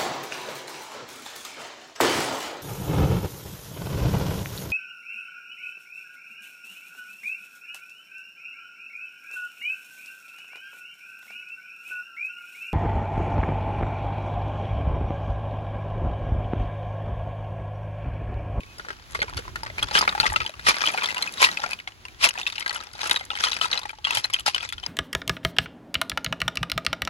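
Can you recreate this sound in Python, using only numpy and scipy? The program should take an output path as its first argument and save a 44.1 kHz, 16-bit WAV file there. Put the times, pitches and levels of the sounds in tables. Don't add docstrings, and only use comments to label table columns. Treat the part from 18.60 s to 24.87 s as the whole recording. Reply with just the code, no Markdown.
import sys
import numpy as np
from scipy import signal
from scipy.fft import rfft, irfft
from scipy.io import wavfile

SR = 44100
rng = np.random.default_rng(int(sys.argv[2]) if len(sys.argv) > 2 else 0)


def int16_out(signal):
    q = np.round(np.clip(np.atleast_2d(signal).T, -1, 1) * 32767)
    wavfile.write(sys.argv[1], SR, q.astype(np.int16))


def convert_level_to_amplitude(level_db):
    exponent = np.asarray(level_db, float) / 20
    return 10 ** exponent


N = 276507

# time in seconds, rattle level in dB.
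HEAP_RATTLE = [(0, -66), (.44, -57.5), (.7, -44.5), (.85, -75), (1.13, -55), (1.3, -37), (1.55, -51),
               (1.69, -45), (1.9, -63), (2.15, -34), (2.45, -45), (2.58, -40), (2.7, -43.5), (3.1, -42),
               (3.2, -66), (3.5, -70), (3.8, -42.5), (4.19, -44), (4.33, -59), (4.4, -38), (4.55, -35),
               (4.68, -58), (4.8, -34.5), (4.94, -37.5), (5.06, -51), (5.14, -36), (5.26, -56.5),
               (5.43, -59), (5.5, -31), (5.64, -49.5), (5.8, -61), (6.01, -36), (6.15, -59), (6.27, -53)]
# frequency in Hz, relative level in dB per Hz.
SHELL_COLOUR = [(150, -15), (300, -19), (650, -14), (900, -7), (1500, -5), (2700, -8), (5000, -8),
                (8500, -7), (11000, -7.5), (17000, -12)]
# time in seconds, level in dB.
BROTH_LEVEL = [(0.0, -49), (1.1, -46), (1.6, -37.5), (1.95, -49), (2.25, -39), (3.0, -41.5), (3.3, -52.5),
               (3.85, -47.5), (4.26, -52.5), (5.0, -46), (5.35, -56), (6.27, -52)]
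# frequency in Hz, relative level in dB per Hz.
HISS_COLOUR = [(90, -34), (150, -6), (560, -13.5), (1900, -14), (3500, -16.5), (6800, -23), (8800, -33.5),
               (11000, -26.5), (17000, -18)]
# time in seconds, level in dB.
GUST_LEVEL = [(0.0, -52), (0.35, -53), (0.79, -40), (0.8, -44.5), (1.83, -45.5), (1.92, -58), (2.09, -48),
              (2.13, -57), (6.22, -53), (6.27, -52)]
# frequency in Hz, relative level in dB per Hz.
WIND_COLOUR = [(12, -32), (20, -7), (54, 5.5), (82, 3.5), (112, 2), (161, -11.5), (300, -13.5), (390, -5.5),
               (660, -120)]
# centre in seconds, level in dB.
WIND_PUFFS = [(.77, -36), (1.24, -36), (1.62, -40), (1.71, -37), (1.82, -43), (1.99, -47.5), (2.08, -40),
              (2.85, -49), (3.07, -49), (3.65, -55), (4.35, -54), (4.47, -58), (4.7, -59), (5.26, -55),
              (5.5, -51), (5.59, -46), (5.83, -52), (6.16, -49.5)]
# frequency in Hz, starting level in dB, t60 in seconds.
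PAN_MODES = [(1100, -50, .8), (2550, -51, .8)]
# start in seconds, peak level of the wall in dB, cavity pitch in Hz,
# wall pitch in Hz, cavity level relative to the wall in dB.
SHELL_KNOCKS = [(0.0055, -30, 1080, 2520, -27), (0.033, -31, 1130, 2310, -27),
                (0.183, -31, 1450, 5030, -12), (0.196, -24.5, 1450, 1680, -3),
                (0.2482, -34.5, 1520, 1700, 6), (0.2665, -39, 490, 1730, 1), (0.285, -23.5, 1600, 1730, -5),
                (0.3038, -21.5, 1580, 1740, -1.5), (0.5485, -19, 1160, 2040, 3),
                (0.553, -20, 1110, 2120, -3), (0.5903, -24, 476, 2020, -1.5), (0.602, -22, 1100, 4370, -16),
                (0.6175, -9, 1490, 2120, -14), (0.6258, -17, 1530, 2000, -4), (0.64, -38.5, 446, 2000, 12),
                (0.68, -28.0, 1000, 2270, -0.5), (0.7276, -46.5, 1050, 3330, 17),
                (0.7685, -26.5, 820, 3350, -15), (0.7757, -18.5, 1380, 4520, -10),
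                (0.7896, -27, 470, 2980, 0.5), (0.852, -47.5, 1080, 2880, 14),
                (0.8779, -37, 1030, 1870, 11.5), (0.9575, -18.5, 1430, 1800, -8),
                (1.0323, -20.5, 887, 4900, 1.5), (1.0623, -21.5, 1520, 1840, -2),
                (1.1, -23, 630, 2080, -11), (1.1816, -13.5, 900, 2370, -19),
                (1.1924, -16.5, 1230, 2420, -20), (1.2261, -9.5, 1235, 3300, -9),
                (1.2846, -25, 1040, 3500, -4), (1.311, -20.5, 830, 4020, -0.5),
                (1.3518, -2.5, 1620, 2910, -3.5), (1.3636, -9, 1200, 2980, -7),
                (1.3713, -7, 1210, 3200, -11), (1.379, -7, 1320, 2980, -4.5),
                (1.389, -7.5, 1260, 5000, -11), (1.4094, -16.5, 1240, 4950, 7),
                (1.4153, -7, 1220, 4800, -15), (1.425, -19, 1050, 1830, 7), (1.4763, -8.5, 1265, 2260, 2.5),
                (1.4915, -10, 990, 3740, -26), (1.5247, -20, 1210, 1770, 3), (1.5498, -19, 805, 1710, 2),
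                (1.5523, -25.5, 830, 1750, 3.5), (1.577, -26.0, 864, 1960, 5.5),
                (1.5998, -2.5, 1394, 4360, -10.5), (1.608, -12.5, 830, 4380, -16),
                (1.6303, -13.5, 840, 2680, -4), (1.6372, -21, 828, 1720, 4), (1.6428, -16.5, 830, 3440, -1),
                (1.6548, -14.5, 1210, 1950, 0.5), (1.6647, -6, 1170, 2085, -11.5),
                (1.7002, -18.5, 1170, 1910, -6), (1.7215, -19, 855, 1720, 0),
                (1.7374, -20.5, 1220, 1700, 1.5), (1.7598, -6, 1317, 2710, -5.5),
                (1.7651, -21, 1280, 2050, -10), (1.803, -13.0, 1270, 2380, -6),
                (1.8081, -28, 1280, 2700, 11), (1.8165, -19, 1260, 2680, -4), (1.8492, -27, 890, 3460, -1),
                (1.8627, -12, 1600, 3120, -16), (1.8739, -28, 1600, 3150, -14),
                (1.8932, -25, 624, 3860, -6), (1.9386, -29, 1180, 2730, -5),
                (1.9941, -23.0, 1460, 1750, -11), (2.0671, -7, 1230, 1880, -4), (2.085, -3, 1134, 2380, -4),
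                (2.0925, -6, 1200, 2350, -7), (2.1078, -10, 1205, 2400, -2),
                (2.1426, -12.5, 1220, 2080, -15), (2.157, -25, 1174, 2380, -1),
                (2.177, -24.5, 1150, 3480, -2), (2.2061, -17.5, 1180, 2400, -10),
                (2.2379, -13, 1220, 2370, 0.5), (2.2569, -12.5, 1410, 3040, -14),
                (2.265, -11, 1420, 2970, -24), (2.2731, -3.5, 1180, 3260, -15),
                (2.2902, -15.5, 1220, 2340, -7), (2.3013, -18, 1350, 2330, -8),
                (2.337, -21.5, 670, 2540, -7.5), (2.3446, -19.5, 774, 1720, 3),
                (2.3748, -12.5, 1440, 2420, -9), (2.3825, -14.5, 1600, 2260, -2.5),
                (2.411, -20, 1310, 2690, -6), (2.421, -14.5, 1090, 2380, -5), (2.4361, -17, 1086, 3200, 2),
                (2.441, -11.5, 1340, 3260, -16), (2.458, -11, 1010, 3520, -17),
                (2.4866, -16.0, 770, 2030, -22), (2.4973, -18, 1080, 2720, -20),
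                (2.5053, -18, 1580, 2710, -18), (2.513, -20.5, 1460, 3210, -19),
                (2.5451, -18.5, 980, 2260, -12), (2.5658, -20, 1070, 2830, -6),
                (2.5696, -18.5, 1000, 2830, -4), (2.5796, -17, 1000, 2780, -13),
                (2.6245, -10, 1090, 4080, -30), (2.6392, -20, 1460, 2070, -15),
                (2.674, -19.0, 1100, 2530, -18), (2.7382, -26, 1450, 3860, -25),
                (2.7793, -23.5, 1100, 3840, -5), (2.8038, -17.5, 1040, 3090, -1),
                (2.8182, -8.0, 1060, 2370, -1.5), (2.8264, -2.5, 1053, 2250, -2.5),
                (2.8405, -2.5, 1030, 2410, -11), (2.8447, -0.5, 1040, 2680, -13),
                (2.862, -15, 1230, 1830, -13), (2.8682, -12, 1200, 1900, -8), (2.887, -15, 1250, 1930, -7),
                (2.9138, -19, 1510, 3980, -15), (2.9721, -12, 1500, 2520, -29),
                (2.995, -27, 823, 3930, 0.5), (3.02, -21.5, 800, 3470, -12), (3.0386, -15, 1395, 1720, 1.5),
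                (3.0606, -20.5, 713, 2350, -5), (3.1165, -19.5, 1580, 2510, -9),
                (3.131, -16, 1020, 2470, -11), (3.189, -25.5, 1600, 2900, -12),
                (3.1996, -24, 1600, 2190, -21), (3.2746, -19, 760, 2150, -11), (3.32, -37, 1600, 2940, -14),
                (3.4518, -23.5, 1020, 2750, -8), (3.4833, -28.5, 1600, 2350, -14),
                (3.6113, -20.5, 1160, 2350, -13), (3.6286, -15, 1060, 3070, -7),
                (3.6411, -1.0, 1170, 2700, -14), (3.6524, -8, 684, 2330, -14),
                (3.659, -10.5, 750, 2626, -24), (3.6696, -31, 1030, 2790, -18),
                (3.689, -10.5, 1080, 2900, -33), (3.7057, -23, 1440, 2510, -12),
                (3.754, -26.5, 970, 1770, -1), (3.7768, -18.5, 760, 2500, -10),
                (3.791, -20, 1120, 2820, -10), (3.8137, -18, 766, 2690, -20), (3.8305, -21, 760, 3600, -18),
                (3.8655, -11.5, 1160, 2620, -25), (3.8727, -19, 1170, 3640, -8),
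                (3.8774, -15.5, 1600, 3620, -20), (3.8997, -20.5, 1030, 2700, -23),
                (3.9233, -19.5, 1020, 3650, -35), (3.9554, -26, 1070, 2700, -15),
                (3.9806, -15.0, 880, 2800, -16.5), (4.0049, -22, 1030, 3080, -25),
                (4.024, -20.5, 1420, 2140, -16), (4.0607, -13, 1620, 2030, -2),
                (4.078, -18, 1600, 3980, -7), (4.0944, -13.5, 830, 4450, -14),
                (4.1065, -21, 1210, 1950, -17), (4.134, -27.5, 1000, 4330, -6),
                (4.1556, -26.5, 1560, 3360, -1), (4.1594, -21.5, 1390, 2940, 0),
                (4.2027, -27, 1270, 3870, -4), (4.2367, -31, 1000, 2400, -5), (4.2695, -35.5, 820, 3580, 1),
                (4.3346, -31, 1450, 4880, -8), (4.3509, -34.0, 820, 3840, 0), (4.3911, -24, 760, 2310, -9),
                (4.4147, -16.5, 1160, 3770, -21), (4.4426, -29, 1420, 4600, -22),
                (4.473, -20.5, 800, 2710, -22), (4.4958, -16, 1610, 3230, -31),
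                (4.5108, -4.5, 1020, 3770, -15.5), (4.5172, -16, 1050, 3850, -12),
                (4.5519, -23, 1480, 3960, -19), (4.56, -9.5, 1600, 3830, -25),
                (4.5704, -16, 1230, 3800, -10), (4.5961, -23.0, 1420, 3230, -20),
                (4.6089, -21, 790, 2080, -6.5), (4.703, -13, 1350, 3570, -7.5), (4.714, -20, 820, 2850, -8),
                (4.7324, -33, 1060, 3810, 7), (4.7524, -17, 820, 3130, -16),
                (4.7643, -24.0, 1600, 1700, -6), (4.7735, -19.5, 1470, 2140, -16),
                (4.8375, -10.5, 1430, 3260, -2), (4.868, -17, 1030, 3050, -4),
                (4.8844, -18.0, 1360, 3350, -5), (4.9178, -12.5, 1060, 3960, -13),
                (4.9306, -13, 1450, 3960, -18), (4.9424, -21.5, 1320, 3620, -24),
                (5.0126, -10, 1310, 3070, -4), (5.0193, -18, 710, 3040, -11), (5.0336, -22, 1320, 3840, -2),
                (5.0438, -19.5, 1324, 2580, 3), (5.0545, -16.0, 1000, 3800, -4),
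                (5.1137, -13.0, 1310, 4210, -22), (5.129, -8.5, 1540, 3860, -35),
                (5.1348, -18, 1480, 4000, -25), (5.1388, -23, 1410, 2750, -12),
                (5.1588, -24.5, 790, 2920, -6), (5.1751, -13.5, 1480, 4050, -24),
                (5.191, -25, 1030, 4540, -4), (5.215, -29, 860, 3600, -8), (5.2316, -25, 1130, 3880, -5),
                (5.254, -24, 834, 1850, 0.5), (5.293, -22, 1570, 2350, -5), (5.3032, -26, 1360, 3130, -7),
                (5.331, -37.5, 880, 1830, 7.5), (5.3853, -35, 840, 3280, 0.5),
                (5.4433, -16, 1140, 3200, -20), (5.4484, -7.5, 1230, 3280, -20),
                (5.4698, -13.5, 1110, 2800, -4), (5.4802, -25, 1410, 2910, -8), (5.49, -25, 1600, 2820, -3),
                (5.5064, -10, 990, 2700, -8.5), (5.5258, -18.5, 1310, 3210, -5),
                (5.5495, -16, 1410, 3470, -8), (5.5556, -25, 1600, 2130, -13),
                (5.5713, -7.5, 834, 3137, -11), (5.5756, -24, 865, 3150, -1),
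                (5.5859, -22.5, 1070, 5100, -15), (5.5906, -25, 1280, 2010, -13),
                (5.5976, -25, 1400, 3190, -18), (5.6418, -9.5, 1380, 4100, -24.5),
                (5.6519, -26.5, 786, 2530, -4.5), (5.6998, -23.5, 1060, 2200, -6),
                (5.729, -24, 870, 5030, -11), (5.7354, -11.0, 1030, 3140, -22),
                (5.7415, -5.0, 1090, 3140, -27), (5.7629, -18.5, 1350, 2560, -13),
                (5.7879, -21, 1540, 2950, -9), (5.795, -20.5, 1310, 2900, -15),
                (5.805, -22.5, 1180, 3160, -17), (5.8625, -9, 1340, 4960, -5.5),
                (5.8792, -12, 814, 2790, -2.5), (5.9458, -8.5, 1050, 3030, -19),
                (5.961, -15, 1460, 2950, -6), (5.98, -15, 1590, 3390, -8), (6.007, -21, 1290, 3300, -9),
                (6.029, -20, 1380, 2510, -7), (6.0893, -21.5, 1520, 3500, -23), (6.1, -26, 1310, 3440, -24),
                (6.124, -18.0, 1390, 3300, -5.5), (6.132, -21, 1390, 3520, -17),
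                (6.18, -26, 1400, 3170, -7), (6.2311, -28, 750, 3000, -5), (6.2367, -21.5, 1000, 3090, -11),
                (6.2625, -11, 920, 5030, -16)]
# frequency in Hz, relative level in dB, t60 in seconds.
BASKET_MODES = [(180, -2, 0.032), (334, -8, 0.065), (420, -0.5, 0.045), (574, -5, 0.057)]
# start in seconds, peak level in dB.
TREBLE_TICKS = [(0.1828, -30), (0.5087, -33), (0.5197, -33), (0.5468, -27), (0.6254, -25), (0.6953, -35),
                (0.7693, -25), (0.7905, -30), (0.957, -27.5), (1.0348, -26), (1.229, -15.5), (1.2857, -36),
                (1.3336, -32), (1.3893, -11.5), (1.4027, -30), (1.5246, -30), (1.6084, -18), (1.6227, -29),
                (1.6579, -26), (1.6994, -30), (1.71, -28), (1.7294, -21), (1.8929, -33), (2.0888, -6),
                (2.1559, -28), (2.1629, -33), (2.1845, -25), (2.1946, -33), (2.227, -27), (2.265, -17),
                (2.3166, -22), (2.3316, -28), (2.339, -28), (2.4344, -20), (2.4939, -25), (2.5454, -22),
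                (2.5796, -19.5), (2.6059, -38), (2.623, -10), (2.6443, -36), (2.6737, -28), (2.723, -23),
                (2.7374, -25), (2.8188, -6), (2.8274, -12), (2.8533, -18), (2.9094, -33), (3.0876, -34),
                (3.108, -24), (3.123, -31), (3.132, -24.5), (3.6476, -9), (3.6588, -11), (3.6888, -9.5),
                (3.7372, -30), (3.7874, -33), (3.7981, -31), (3.814, -28), (3.8715, -25), (3.8972, -32),
                (3.9044, -34), (3.9888, -35), (3.9959, -24), (4.0046, -29), (4.0777, -25), (4.129, -27),
                (4.1445, -21), (4.1545, -33), (4.1632, -24), (4.237, -30), (4.3317, -32), (4.4049, -33),
                (4.4463, -31), (4.4609, -34), (4.472, -17), (4.48, -31), (4.496, -17), (4.5107, -11.5),
                (4.5289, -17), (4.5517, -25), (4.592, -31), (4.6083, -35), (4.6508, -27), (4.7645, -31),
                (4.7718, -28), (4.81, -32), (4.818, -30), (4.839, -19), (4.883, -27), (4.8947, -28),
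                (4.9185, -22), (4.94, -26), (5.0308, -31), (5.0789, -34), (5.1153, -29), (5.1927, -20),
                (5.231, -33), (5.2574, -30), (5.2917, -32), (5.3134, -35), (5.508, -14), (5.5494, -8),
                (5.5709, -14), (5.5822, -14.5), (5.5954, -27), (5.6114, -35), (5.6563, -25), (5.7012, -29),
                (5.7359, -11.5), (5.796, -21), (5.8048, -28), (5.863, -18), (5.88, -17), (5.9486, -17),
                (6.029, -29), (6.09, -25), (6.0989, -38), (6.125, -21.5)]
# time in seconds, pitch in Hz, level in dB.
BIRD_CHIRP = [(.205, 4900, -66), (.225, 5350, -62), (.24, 5780, -61), (.27, 5950, -66), (.36, 6000, -70)]
# time of full strength in seconds, swell in seconds,
# hold in seconds, peak level in dB, cavity pitch in Hz.
SHELL_SLIDES = [(0.551, 0.012, .004, -36, 1114), (0.771, 0.0068, 0.0036, -31, 1140),
                (1.348, 0.024, .04, -24, 1197), (1.64, .018, .005, -37, 960),
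                (2.082, 0.036, .012, -16, 1173), (2.247, 0.02, 0.031, -32, 1130),
                (2.822, 0.042, 0.025, -16, 1042), (3.641, 0.037, 0.0051, -14.5, 1067),
                (4.447, 0.13, .03, -37.5, 1047), (4.838, 0.02, 0.0092, -22, 1250),
                (5.013, 0.0081, .035, -29.5, 1070), (5.546, .006, 0.034, -29, 980),
                (5.862, 0.0052, 0.022, -23.5, 1047)]
# frequency in Hz, gain in dB.
MICROPHONE_TOP = [(11800, 0), (12600, -17), (13500, -25), (15200, -10.5), (16000, -14), (17000, -45)]

HOLLOW_DB, HOLLOW_DB_PER_S = 1, -0.88
STIR_DB, STIR_T60_S = -14, 0.12
PUFF_S, GUST_WANDER_DB = 0.023, 1.5
CAVITY_T60_S, WALL_T60_S, CRACK_T60_S = 0.044, 0.021, 0.02
CONTACT_S = 0.00047
CRACK_DB, CRACK_SPREAD_DB = -17, 3
BASKET_DB, BASKET_DB_PER_S = -11.5, -6
TICK_T60_S = 0.025
SWELL_DB, FADE_DB_PER_S = -26, -600
SLIDE_S = 0.05
SLIDE_HOLLOW_DB, SLIDE_BRIGHT_DB = -8, -13.5
LEAN_DB, LEAN_DB_PER_S, LEAN_WANDER_DB = 1.5, 0.34, 0.96
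PORT_LAG_S = 0.0002896


def rms_one(x):
    return x / np.sqrt(np.mean(x ** 2) + 1e-20)


def in_time(rows):
    s, *columns = np.transpose(rows)
    return [np.interp(np.arange(N) / SR, s, column) for column in columns]


def colour(x, points):
    hz = np.maximum(np.fft.rfftfreq(x.shape[-1], 1 / SR), 1)
    point_hz, point_db = np.array(points).T
    db = np.interp(np.log(hz), np.log(point_hz), point_db)
    return irfft(rfft(x) * convert_level_to_amplitude(db), x.shape[-1])


def band(x, low_hz, high_hz):
    sos = signal.butter(3, [low_hz, high_hz], "band", fs=SR, output="sos")
    return signal.sosfilt(sos, x)


def drift(rate_hz):
    r = np.exp(-2 * np.pi * rate_hz / SR)
    wander = signal.lfilter([1], [1, -2 * r, r * r], rng.standard_normal(N + SR))
    return rms_one(wander[SR:])


def rings(hz, t60, t):
    return np.sin(2 * np.pi * hz[:, None] * t) * convert_level_to_amplitude(-60 * t / t60)


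def clatter(per_s, spread_db, cycles, unlike):
    born = rng.random(N) < per_s / SR
    strength = convert_level_to_amplitude(spread_db * np.minimum(rng.exponential(1, N), 4))
    clicks = born * strength * rng.choice([-1, 1], N) + 1e-18
    pitches = np.geomspace(450, 12000, 22)
    dealt, out = rng.integers(0, 4, N), np.zeros((2, N))
    for k, hz in enumerate(pitches):
        r, w = convert_level_to_amplitude(-60 * hz / (cycles * SR)), 2 * np.pi * hz / SR
        strike = clicks * (dealt == k % 4) * (1 + unlike * rng.standard_normal((2, N)))
        ringing = signal.lfilter([np.sin(w)], [1, -2 * r * np.cos(w), r * r], strike)
        out += np.sqrt((1 - r) * hz) * ringing
    out = colour(out, SHELL_COLOUR)
    return [rms_one(band(out, low, high)) for low, high in ((193, 1960), (2200, 5460), (7760, 16700))]


def rattle(blows):
    hollow, middle, bright = clatter(per_s=800, spread_db=5.0, cycles=16.3, unlike=1.0)
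    r = convert_level_to_amplitude(-120 / (STIR_T60_S * SR))
    stirred = signal.lfilter([1 - r], [1, -r], np.mean(blows ** 2, axis=0))
    level = np.sqrt(convert_level_to_amplitude(in_time(HEAP_RATTLE)[0]) ** 2 + convert_level_to_amplitude(STIR_DB) ** 2 * stirred)
    clumps = convert_level_to_amplitude(3.53 * drift(34.0))
    hollow_db = HOLLOW_DB + HOLLOW_DB_PER_S * np.arange(N) / SR + 2.8 * drift(2.7)
    return level * clumps * (convert_level_to_amplitude(hollow_db) * hollow + middle + convert_level_to_amplitude(-19.5) * bright)


def hiss():
    white = rng.standard_normal(N) + 1.3 * band(rng.standard_normal((2, N)), 520, 21800)
    flicker_db = 1.5 * drift(8)
    return convert_level_to_amplitude(in_time(BROTH_LEVEL)[0] + flicker_db) * rms_one(colour(white, HISS_COLOUR))


def wind():
    white = rng.standard_normal(N) + 0.9 * rng.standard_normal((2, N))
    t = np.arange(N) / SR
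    puffs = sum(convert_level_to_amplitude(db) * np.exp(-((t - s) / PUFF_S) ** 2) for s, db in WIND_PUFFS)
    level = convert_level_to_amplitude(in_time(GUST_LEVEL)[0] + GUST_WANDER_DB * drift(6)) + puffs
    return level * rms_one(band(colour(white, WIND_COLOUR), 31, 367))


def pan_ring():
    t = np.arange(N) / SR
    damped = np.clip((0.19 - t) / 0.05, 0, 1)
    out = np.zeros(N)
    for hz, db, t60 in PAN_MODES:
        waver = rms_one(band(rng.standard_normal(N), hz - 25, hz + 25))
        out += convert_level_to_amplitude(db - 60 * t / t60) * waver
    return damped * out


def knocks():
    s, peak_db, cavity_hz, wall_hz, cavity_db = np.transpose(SHELL_KNOCKS)
    t = np.arange(1792) / SR
    luck = rng.standard_normal((len(s), 24))

    noise = colour(rng.standard_normal((len(s), 3, len(t))) ** 3, SHELL_COLOUR)
    grit = rms_one(noise[:, :1] + 0.39 * noise[:, 1:]).swapaxes(0, 1)
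    settle = convert_level_to_amplitude(-13.0 - 60 * t / 0.055)
    grit = grit * (convert_level_to_amplitude(-60 * t / (CRACK_T60_S * convert_level_to_amplitude(1.2 * luck[:, 5:6]))) + settle)

    wall_t60 = WALL_T60_S * convert_level_to_amplitude(2.9 * luck[:, :1])
    wall = rings(wall_hz, wall_t60, t) + convert_level_to_amplitude(-4) * band(grit, 1870, 4510)
    for k in range(3):
        hz = np.clip(wall_hz * convert_level_to_amplitude(2.5 * luck[:, 2 + k]), 1500, 7000)
        port_db = -11 + 2 * luck[:, [8 + k, 12 + k]].T
        wall += rings(hz, 0.015, t) * convert_level_to_amplitude(port_db)[:, :, None]

    cavity_t60 = CAVITY_T60_S * convert_level_to_amplitude(0.87 * luck[:, 1:2])
    cavity = rings(cavity_hz, cavity_t60, t) + convert_level_to_amplitude(3.5) * band(grit, 377, 1520)
    crack = band(grit, 6540, 17300)
    weave = np.zeros((len(s), len(t)))
    for k, (hz, db, t60) in enumerate(BASKET_MODES):
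        mode = rings(hz * convert_level_to_amplitude(0.22 * luck[:, 16 + k]), t60, t)
        weave += mode * convert_level_to_amplitude(db + 3.5 * luck[:, 20 + k, None])

    build = 1 - np.exp(-(t / (CONTACT_S * convert_level_to_amplitude(2.0 * luck[:, 6:7]))) ** 2)
    crack_db = CRACK_DB + CRACK_SPREAD_DB * luck[:, 11]
    basket_db = BASKET_DB + BASKET_DB_PER_S * s
    levels = peak_db + np.array([np.zeros(len(s)), cavity_db, crack_db, basket_db])
    both = 0
    for part, level_db in zip((wall, cavity, crack, np.array([weave, weave])), levels):
        part = part * build
        peak = np.abs(part).max(axis=(0, 2))
        both = both + part * (convert_level_to_amplitude(level_db) / peak)[:, None]

    out = np.zeros((2, N + 2 * len(t)))
    place_s = np.clip(0.00004 * luck[:, 7], -0.0001, 0.0001)
    for side, when in enumerate((s, s + place_s)):
        for k, at in enumerate(np.round(when * SR).astype(int)):
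            out[side, at:at + len(t)] += both[side, k]
    return band(out[:, :N], 138, 17000)


def nearby(x):
    t = np.arange(SR // 8) / SR
    smear = band(rng.standard_normal((2, len(t))), 370, 5030)
    smear = smear * convert_level_to_amplitude(-60 * t / 0.036) * (t > 0.0015)
    smear = smear / np.sqrt(np.sum(smear ** 2) / 2)
    return signal.fftconvolve(x, smear, axes=1)[:, :N]


def ticks():
    t = np.arange(1024) / SR
    grit = rng.standard_normal((len(TREBLE_TICKS), 3, len(t))) ** 3
    ports = grit[:, :1] + 0.35 * grit[:, 1:]
    bursts = band(ports * convert_level_to_amplitude(-60 * t / TICK_T60_S), 4800, 13900)
    out = np.zeros((2, N + len(t)))
    for (s, peak_db), burst in zip(TREBLE_TICKS, bursts):
        at = int(s * SR)
        out[:, at:at + len(t)] += burst * convert_level_to_amplitude(peak_db) / np.abs(burst).max()
    return out[:, :N]


def bird():
    hz, level_db = in_time(BIRD_CHIRP)
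    t = np.arange(N) / SR
    start_s, end_s = BIRD_CHIRP[0][0], BIRD_CHIRP[-1][0]
    gate = np.clip(np.minimum(t - start_s, end_s - t) / 0.015, 0, 1)
    return gate * convert_level_to_amplitude(level_db + 2.7 * drift(40)) * np.sin(2 * np.pi * np.cumsum(hz) / SR)


def slides():
    hollow, middle, bright = clatter(per_s=3500, spread_db=2.5, cycles=16.7, unlike=1.0)
    waver = drift(14.0) + 1j * drift(14)
    out, t = np.zeros((2, N)), np.arange(N) / SR
    for full_s, swell_s, hold_s, peak_db, cavity_hz in SHELL_SLIDES:
        before = np.maximum(full_s - t, 0) / swell_s
        after = np.maximum(t - full_s - hold_s, 0)
        gate = np.clip(np.minimum(2 - before, 2 - after / SLIDE_S), 0, 1)
        level_db = peak_db + SWELL_DB * before + FADE_DB_PER_S * after
        level = gate * convert_level_to_amplitude(np.maximum(level_db, -200))
        hoot = (waver * np.exp(2j * np.pi * cavity_hz * t)).real
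        low = convert_level_to_amplitude(SLIDE_HOLLOW_DB) * (convert_level_to_amplitude(-1.5) * hollow + hoot)
        out += level * (low + middle + convert_level_to_amplitude(SLIDE_BRIGHT_DB) * bright)
    return out


def scene():
    lean_db = LEAN_DB + LEAN_DB_PER_S * np.arange(N) / SR + LEAN_WANDER_DB * drift(5.6)
    blows = knocks()
    shells = blows + ticks() + rattle(blows) + slides() + pan_ring()
    shells = shells + convert_level_to_amplitude(-16) * nearby(shells)
    basket = shells * convert_level_to_amplitude(np.outer([0.5, -0.5], lean_db)) + hiss()
    late = np.exp(-2j * np.pi * np.fft.rfftfreq(N, 1 / SR) * PORT_LAG_S)
    basket[1] = irfft(rfft(basket[1]) * late, N)
    return basket + wind() + bird()


def band_limit(x):
    return signal.sosfilt(signal.butter(12, 17130, fs=SR, output="sos"), x)


def record(dry):
    capsule = colour(dry, MICROPHONE_TOP)
    rounded = 1.222 * np.tanh(capsule / 1.237)
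    return band_limit(rounded)


dry = scene()
out = record(dry)
int16_out(out)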